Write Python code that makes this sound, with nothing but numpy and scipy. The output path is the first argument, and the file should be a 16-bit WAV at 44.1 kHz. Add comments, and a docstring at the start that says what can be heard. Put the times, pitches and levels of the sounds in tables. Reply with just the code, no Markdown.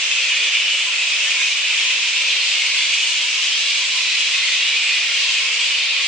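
"""Fruit bat camp squabbling in the trees

A large camp of fruit bats squabbles high in forest trees. Hundreds of overlapping squeals, rasps and
chattering yaps merge into a shrill din; a few nearer bats stand out. Each cry is a train of voice pulses
mixed with rasping noise and shaped by a throat resonance. Trunks and leaves scatter the calls. Shaped noise
stands for the far side of the camp and the forest. Very faint low clicks of overload, where the loudest
cries clip, are short smooth pulses placed at set times; there is also a very faint hiss.
"""
import sys
import numpy as np
from scipy import signal
from scipy.fft import rfft, irfft, next_fast_len
from scipy.io import wavfile

SR = 44100
rng = np.random.default_rng(int(sys.argv[2]) if len(sys.argv) > 2 else 0)


def transcribe(signal):
    """Save signal, clipped to [-1, 1], as a 16-bit WAV file at the path in sys.argv[1]."""
    frames = np.atleast_2d(signal).T
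    limited = np.clip(frames, -1, 1)
    pcm = np.round(limited * 32767).astype(np.int16)
    wavfile.write(sys.argv[1], SR, pcm)


N = 267775  # length of the scene in samples
PITCH_HZ = 545.6  # the usual pitch of a bat's voice
BAND_HZ = 9550  # upper limit of the voices' overtones, and of what the two channels pass


# Rise and fall of the din's low register: start_s, level_db (added to the level of the din)
LOW_CURVE = [(0.0, 0.5), (0.69, 0.5), (0.83, -0.5), (1.38, 1), (1.52, -0.8), (1.79, 1.3), (2.07, -0.3),
             (2.35, -0.2), (3.31, -1.0), (4.97, 0.26), (5.1, -0.3), (6.07, 0.15)]
# The same for the middle register: start_s, level_db
MIDDLE_CURVE = [(0.0, -1.5), (1.24, -2), (1.93, -0.1), (2.48, 1), (3.31, 0), (3.45, 1), (5.1, 0.5),
                (5.24, 2.5), (5.52, -2), (5.66, 1), (6.07, -1)]
# The same for the top register: start_s, level_db
TOP_CURVE = [(0.0, 1), (0.69, -1.9), (1.38, 1.0), (1.66, -1.5), (1.79, 1), (2.35, -1), (3.04, 1.4),
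             (3.17, 0), (4.55, 0.2), (4.69, -1.5), (5.66, -0.3), (5.93, -3.5), (6.07, -1)]
# Centres of the three registers: centre_hz
REGISTER_CENTRES = [2700, 4250, 6600]


def colony():
    """The din of the camp swells and sinks a little in its low, middle and top register."""
    din = voices()
    out = np.zeros((2, N))
    time_s = np.arange(N) / SR
    curves = (LOW_CURVE, MIDDLE_CURVE, TOP_CURVE)
    for curve, share in zip(curves, np.eye(3)):
        # each register fades into its neighbours, so together they give back the whole din
        register = filtered(din, lambda hz: np.interp(np.log(hz + 1), np.log(REGISTER_CENTRES), share))
        level_db = np.interp(time_s, *np.transpose(curve))
        out += amp(level_db) * register
    return amp(-17.5) * out


def voices():
    """Seven kinds of call, each from its own crowd, over the blur of far animals."""
    squeals = crowd(count=200, throat_hz=2853, variety=0.14, length=0.06, syllables=2, rough=0.13,
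                    scatter_db=0.5, glide=0.1, arch=0.0801, leak=1.0)
    whines = crowd(count=110, throat_hz=2930, variety=0.13, length=0.045, syllables=2, rough=0.077,
                   scatter_db=0.0, glide=0.043, arch=0.033, leak=0.48)
    shrieks = crowd(count=200, throat_hz=5240, variety=0.21, length=0.07, syllables=2, rough=0.2,
                    scatter_db=0.0, glide=0.0696, arch=0.0622, leak=0.087)
    yaps = crowd(count=170, throat_hz=2776, variety=0.16, length=0.02, syllables=5, rough=0.31,
                 scatter_db=-0.5, glide=0.1205, arch=0.086, leak=0.46)
    wails = crowd(count=130, throat_hz=3050, variety=0.16, length=0.1, syllables=1, rough=0.07,
                  scatter_db=0.1, glide=0.035, arch=0.015, leak=0.25)
    moans = crowd(count=190, throat_hz=1037, variety=0.053, length=0.05, syllables=1, rough=0.28,
                  scatter_db=-1.2, glide=0.073, arch=0.055, leak=0.01)
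    grumbles = crowd(count=150, throat_hz=565, variety=0.04, length=0.06, syllables=1, rough=0.2,
                     scatter_db=-2.0, glide=0.064, arch=0.038, leak=0.002)
    shrill = amp(-6.0) * in_canopy(squeals, wet_db=-2.0)
    shrill += amp(-13.5) * in_canopy(whines, wet_db=-3.0)
    shrill += amp(-13.0) * in_canopy(shrieks, wet_db=-0.5)
    shrill += amp(-7.5) * in_canopy(yaps, wet_db=-1.5)
    shrill += amp(-14) * in_canopy(wails, wet_db=-1.5)
    murmur = amp(-33.0) * in_canopy(moans, wet_db=-4.0)
    murmur += amp(-39.5) * in_canopy(grumbles, wet_db=5.0)
    return spread(shrill + murmur + amp(-4.0) * far_side())


def crowd(count, throat_hz, variety, length, syllables, rough, scatter_db, glide, arch, leak):
    """Many bats, each giving a bout of like calls; they are shared out between two halves of the camp."""
    halves = np.zeros((2, N))
    bats = np.clip(rng.standard_normal((count, 5)), -1.7, 1.7)
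    bouts = rng.random((count, 8, 2))
    for i, ((size, voice, mouth, loud, harsh), bout) in enumerate(zip(bats, bouts)):
        # bouts start at roughly even steps, the first ones just before the scene opens
        start_s = (i + bout[0, 0]) / count * (N / SR + 0.4) - 0.4
        length_s = length * np.exp(0.35 * size)
        pitch_hz = PITCH_HZ * np.exp(0.11 * voice)
        own_throat_hz = throat_hz * np.exp(variety * mouth)
        own_rough = rough * np.exp(0.5 * harsh)
        # bats are loudest near their usual resonance
        level_db = scatter_db * loud + along(VOICE_TONE, own_throat_hz)
        calls = 1 + i % round(syllables)
        for pause, slide in bout[:calls]:
            own_glide = glide * (2 * slide - 1)  # up or down
            call = cry(length_s, pitch_hz, own_throat_hz, own_rough, own_glide, arch, leak)
            add(halves[i % 2], start_s, amp(level_db) * call)
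            start_s += length_s * (1.3 + pause)
    return unit(halves)


# Tone balance of many bats together: frequency_hz, level_db (relative)
VOICE_TONE = [(100, -69), (350, -52.5), (560, -31.5), (780, -34), (1080, -26), (1450, -26.5), (1800, -11),
              (2150, -1), (2550, 1), (3100, 1), (4000, -3.5), (5300, -8), (7200, -7), (9300, -12.5)]


def cry(length, pitch_hz, throat_hz, rough, glide, arch, leak=0.061, jitter=0.047, rattle_db=4.5):
    """One cry: pulses from the larynx on an arched pitch, mixed with a rattling rasp, through the throat."""
    n = max(int(length * SR), SR // 100)
    rough = np.clip(rough, 0, 1)
    u = np.linspace(-1, 1, n)  # from the start to the end of the cry
    bend = glide * u + arch * (1 / 3 - u * u)
    bend += 0.0035 * wobble(60, n)  # a slower waver, as a share of the pitch
    bend += (0.0036 + jitter * rough) * wobble(220, n)  # a quick shake, stronger in harsh cries
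    cycles = np.cumsum(pitch_hz * np.exp(bend)) / SR + rng.random()
    offset = cycles % 1 - 0.5  # place within each cycle
    opening = np.cos(np.pi * offset) ** 2
    pulses = unit(np.sinc(2 * BAND_HZ / pitch_hz * offset) * opening)
    rasp = unit(rng.standard_normal(n) * opening)
    source = np.sqrt(1 - rough ** 2) * pulses + rough * rasp
    source *= amp(rattle_db * np.sqrt(rough) * wobble(260, n))
    source *= np.sqrt(np.abs(1 - u * u))  # swells and fades
    source = np.pad(source, (32, 160))  # room for the throat to ring
    width_hz = throat_hz * (0.13 + 0.39 * rough)  # a harsh cry comes from a wide, damped mouth

    def throat_and_leaves(hz):
        damping = 1j * hz * width_hz
        resonance = (damping / (throat_hz ** 2 - hz * hz + damping)) ** 2
        throat = resonance + leak * amp(along(VOICE_TONE, hz))
        leaves = 1 / np.sqrt(1 + (hz / 8200) ** 10)  # foliage swallows the highest overtones
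        return throat * leaves

    return unit(filtered(source, throat_and_leaves))


def near_bats():
    """The closest animals squeal, screech and moan above the din; the forest answers."""
    direct = near_squeals() + near_screeches() + near_moans()
    return direct + amp(-8.5) * spread(forest(direct.mean(axis=0)))


# Clear squeals of nearer bats: start_s, length_s, throat_hz (resonance),
# level_db (before the gain of the group), glide_share (of the pitch, either side of the middle)
NEAR_SQUEALS = [(0.0, 0.07, 3560, -27.5, 0.014), (0.105, 0.024, 2574, -19, -0.012),
                (0.13, 0.048, 2620, -33, 0.029), (0.172, 0.034, 2516, -21, 0.0017),
                (0.21, 0.088, 4250, -29.5, -0.0051), (0.222, 0.06, 2570, -25, -0.022),
                (0.31, 0.2, 3440, -26.5, 0.006), (0.53, 0.095, 3530, -27, -0.012),
                (0.56, 0.16, 2934, -30, -0.017), (0.64, 0.13, 3520, -33, .008),
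                (0.93, 0.26, 2552, -26.5, -0.0021), (1.01, 0.061, 3790, -31, -0.014),
                (1.08, .15, 5150, -36, .015), (1.25, 0.057, 1770, -35, 0.03), (1.4, .07, 5920, -34.5, 0),
                (1.71, 0.056, 2050, -33, -0.0044), (2.33, 0.043, 4000, -30, 0.019),
                (2.395, 0.04, 4280, -25.5, -0.0018), (2.44, .05, 4700, -32, .01),
                (2.545, 0.085, 2170, -26, 0.012), (2.66, 0.072, 4440, -33, 0.0064),
                (2.77, 0.06, 3400, -23, 0.0041), (2.79, 0.081, 4450, -31.5, -0.00018),
                (2.81, 0.058, 6850, -33, .004), (2.89, 0.094, 2480, -30, -0.012),
                (2.91, .06, 3270, -26.5, .015), (3.02, 0.042, 3000, -24, 0.029),
                (3.17, .06, 3250, -28.5, 0.0074), (3.425, 0.065, 3260, -29, -0.0011),
                (3.43, 0.038, 4830, -29, 0.0059), (3.5, 0.073, 4930, -29, 0.0071),
                (3.52, 0.059, 3200, -24, .02), (3.6, 0.12, 3845, -31, .004),
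                (3.68, 0.05, 4450, -29.5, -0.0036), (3.68, 0.076, 4975, -33, 0),
                (4.03, 0.093, 3900, -30, -.015), (4.09, 0.15, 2550, -27, 0.01),
                (4.19, 0.051, 3230, -25.5, -0.0041), (4.3, .14, 3660, -31.5, -0.012),
                (4.35, 0.15, 4210, -32.5, 0.0016), (4.325, 0.062, 2555, -24, 0.012),
                (4.58, 0.069, 2744, -24, -0.00037), (4.65, 0.06, 2910, -26, 0.0077),
                (4.715, 0.045, 2316, -25, -0.009), (4.795, 0.16, 2450, -23.5, 0.0023),
                (4.955, 0.031, 2440, -30, 0.0035), (4.9, 0.11, 2000, -31.5, -0.012),
                (5.02, .08, 1883, -36, -0.021), (5.345, 0.066, 2490, -22, -0.033),
                (5.59, 0.063, 3230, -25.5, 0.03), (5.62, 0.064, 3060, -32, 0.0094),
                (5.67, 0.11, 2544, -28, 0.0072), (5.76, 0.17, 3600, -33, 0.0051)]


def near_squeals():
    """Clear cries, made mostly of voice pulses with little rasp."""
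    return amp(-3.0) * near_cries(NEAR_SQUEALS, rough=0.062)


# Harsh screeches of nearer bats: start_s, length_s, throat_hz (resonance),
# level_db (before the gain of the group)
NEAR_SCREECHES = [(0.309, 0.051, 2887, -24), (0.508, 0.079, 2622, -21.5), (0.727, .1, 2924, -27),
                  (1.378, 0.06, 2100, -27), (1.382, 0.073, 6160, -33), (1.749, 0.22, 2860, -28),
                  (2.28, 0.058, 3175, -21), (2.427, 0.15, 4590, -29), (3.024, 0.11, 7400, -34),
                  (3.022, 0.077, 2922, -24), (3.666, 0.078, 4850, -41), (4.026, 0.14, 3870, -29),
                  (4.455, 0.16, 3410, -27), (5.193, 0.19, 3720, -28.5)]


def near_screeches():
    """Harsh cries with much rasp and a wide throat resonance; their pitch does not glide."""
    rows = [(*row, 0) for row in NEAR_SCREECHES]
    return amp(-2.5) * near_cries(rows, rough=0.686)


# Soft, low moans of nearer bats: start_s, length_s, throat_hz (resonance),
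# level_db (before the gain of the group), glide_share (of the pitch, either side of the middle)
NEAR_MOANS = [(0.85, 0.088, 994, -47, -0.033), (0.91, 0.086, 1383, -45.5, -0.0053),
              (1.1, 0.064, 1190, -50, -0.032), (1.34, .09, 1010, -47, -0.003),
              (1.84, 0.083, 1030, -48, -0.0048), (1.97, 0.07, 1000, -54, -0.0036),
              (2.14, 0.069, 994, -50, -0.00043), (2.6, 0.25, 1034, -57, -0.026),
              (2.78, 0.063, 990, -48, -0.018), (3.07, 0.073, 968, -48.5, -0.0051),
              (3.2, 0.1, 970, -50.5, -0.0088), (3.35, 0.1, 1053, -49.5, -0.004),
              (3.79, 0.079, 1008, -47, -0.017), (3.91, .11, 1026, -47, -0.0088),
              (4.34, 0.092, 1103, -49, -0.0096), (4.5, 0.1, 1094, -52, -0.0055),
              (5.07, 0.08, 1397, -44, -0.013), (5.24, 0.089, 1004, -48, -0.011),
              (5.39, 0.09, 1060, -45.5, 0.0023), (5.58, 0.069, 1003, -48, 0.0084),
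              (5.95, .1, 1100, -46.5, -0.022)]


def near_moans():
    """Soft cries with a low throat resonance and some rasp."""
    return amp(0.5) * near_cries(NEAR_MOANS, rough=0.39)


def near_cries(rows, rough):
    """An overtone of each cry meets the throat resonance; the cry reaches one microphone a little earlier."""
    direct = np.zeros((2, N))
    leads_s = 3e-5 * rng.standard_normal(len(rows))
    sides = np.array([[1], [-1]])
    for (start_s, length_s, throat_hz, level_db, glide), lead_s in zip(rows, leads_s):
        pitch_hz = throat_hz / round(throat_hz / PITCH_HZ)
        sound = cry(length_s, pitch_hz, throat_hz, rough, glide, arch=0.0081)
        flutter_db = 2.0 * (1 - rough) * wobble(90, len(sound))  # clear cries falter most in level
        sound = amp(level_db) * unit(sound * amp(flutter_db))
        pair = filtered(sound, lambda hz: np.exp(1j * np.pi * hz * lead_s * sides))
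        add(direct, start_s, pair)
    return direct


# Very faint low clicks of overload where the loudest cries clip: middle_s, peak_level_db
OVERLOAD_CLICKS = [(0.358, -65), (0.614, -57), (1.954, -65), (2.329, -67), (2.754, -70), (3.349, -64),
                   (3.754, -68), (4.374, -69), (4.739, -64), (5.474, -63), (5.764, -62)]


def overload_clicks():
    """Very faint low clicks of overload where the loudest cries clip: smooth one-sided pulses at set times."""
    out = np.zeros(N)
    length_s = 0.008
    for middle_s, level_db in OVERLOAD_CLICKS:
        add(out, middle_s - length_s / 2, amp(level_db) * np.hanning(int(length_s * SR)))
    return out


# Tone balance of the far side of the camp and the forest: frequency_hz, level_db (relative)
FAR_TONE = [(25, -58.5), (85, -59), (150, -42), (330, -33), (560, -22), (780, -25), (1100, -21),
            (1600, -16), (2050, -8), (2500, 1), (3300, -5.5), (4800, -8), (7200, -15), (9300, -28)]


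def far_side():
    """So many far sounds blur together that shaped noise stands for them."""
    noise = rng.standard_normal((2, N))
    return unit(filtered(noise, lambda hz: amp(along(FAR_TONE, hz))))


def in_canopy(x, wet_db):
    """Voices heard partly straight, partly through the trees."""
    return unit(x + amp(wet_db) * forest(x))


# How long the forest's echo takes to fade by 60 dB: frequency_hz, fade_s
FOREST_FADE = [(300, 0.3), (2500, 1), (9000, 0.22)]


def forest(x):
    """Scatter from trunks and leaves: two fading noise tails, each pitch range at its own pace."""
    noise = rng.standard_normal((2, SR // 2))
    hz, time_s, grid = signal.stft(noise, SR, nperseg=256)
    fade = amp(-60 * time_s / along(FOREST_FADE, hz)[:, None])
    tail = signal.istft(grid * fade, SR, nperseg=256)[1]
    tail = tail / np.linalg.norm(tail[0])
    return signal.fftconvolve(np.atleast_2d(x), tail, axes=1)[:, :N]


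# How alike left and right are: frequency_hz, likeness (1 = the same, 0 = unrelated)
LIKENESS = [(60, 1), (180, 0.99), (320, 1), (550, 0.98), (960, 0.93), (1680, 0.82), (2930, 0.66),
            (5110, 0.2), (8900, 0.071)]


def spread(pair):
    """Two unrelated signals as a diffuse field at two close microphones, most alike in the bass."""
    def middle_and_side(hz):
        angle = np.arccos(np.clip(along(LIKENESS, hz), -1, 1)) / 2
        return np.array([np.cos(angle), np.sin(angle)])

    middle, side = filtered(pair, middle_and_side)
    return np.array([middle + side, middle - side])


def amp(db):
    """Decibels to gain."""
    return 10 ** (np.asarray(db) / 20)


def unit(x):
    """Scale to an average (rms) level of 1."""
    return x / np.sqrt(np.mean(x ** 2) + 1e-20)


def along(points, hz):
    """Read a curve of (frequency_hz, value) points on a log axis."""
    f, v = np.transpose(points)
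    return np.interp(np.log(hz + 1), np.log(f + 1), v)


def wobble(rate, size):
    """A wandering random curve with rate turning points drawn a second."""
    knots = rng.standard_normal(int(size * rate / SR) + 2)
    return np.interp(np.arange(size) * rate / SR, np.arange(len(knots)), knots)


def filtered(x, response):
    """Multiply the spectrum of x by a response that depends on frequency."""
    n = x.shape[-1]
    m = next_fast_len(n + 256)
    return irfft(rfft(x, m) * response(np.fft.rfftfreq(m, 1 / SR)), m)[..., :n]


def add(track, start_s, sound):
    """Mix a sound into a track, leaving out what falls outside the scene."""
    i = int(start_s * SR)
    part = sound[..., max(-i, 0):max(N - i, 0)]
    track[..., max(i, 0):max(i, 0) + part.shape[-1]] += part


def scene():
    """The whole camp, with the overload clicks."""
    return colony() + near_bats() + overload_clicks()


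# Level difference between the two channels: frequency_hz, left_minus_right_db
CHANNEL_LEAN = [(60, -2.5), (120, 2.5), (250, -1), (510, 1), (1040, 1.0), (2130, 0.5), (4360, -1),
                (8900, -0.5)]


def record(dry):
    """The two slightly unlike channels pass little treble; a very faint hiss lies over the highest treble."""
    top_hz = 15100  # nothing is left above this
    halves = np.array([[0.5], [-0.5]])  # each channel takes half of the difference

    def channels(hz):
        treble_cut = 1 / np.sqrt(1 + (hz / BAND_HZ) ** 160)
        return amp(along(CHANNEL_LEAN, hz) * halves) * treble_cut

    heard = filtered(dry, channels)
    # the hiss grows stronger with frequency
    hiss = amp(-61.5) * filtered(rng.standard_normal((2, N)), lambda hz: hz / top_hz)
    return filtered(heard + hiss, lambda hz: hz < top_hz)


dry = scene()
out = record(dry)
transcribe(out)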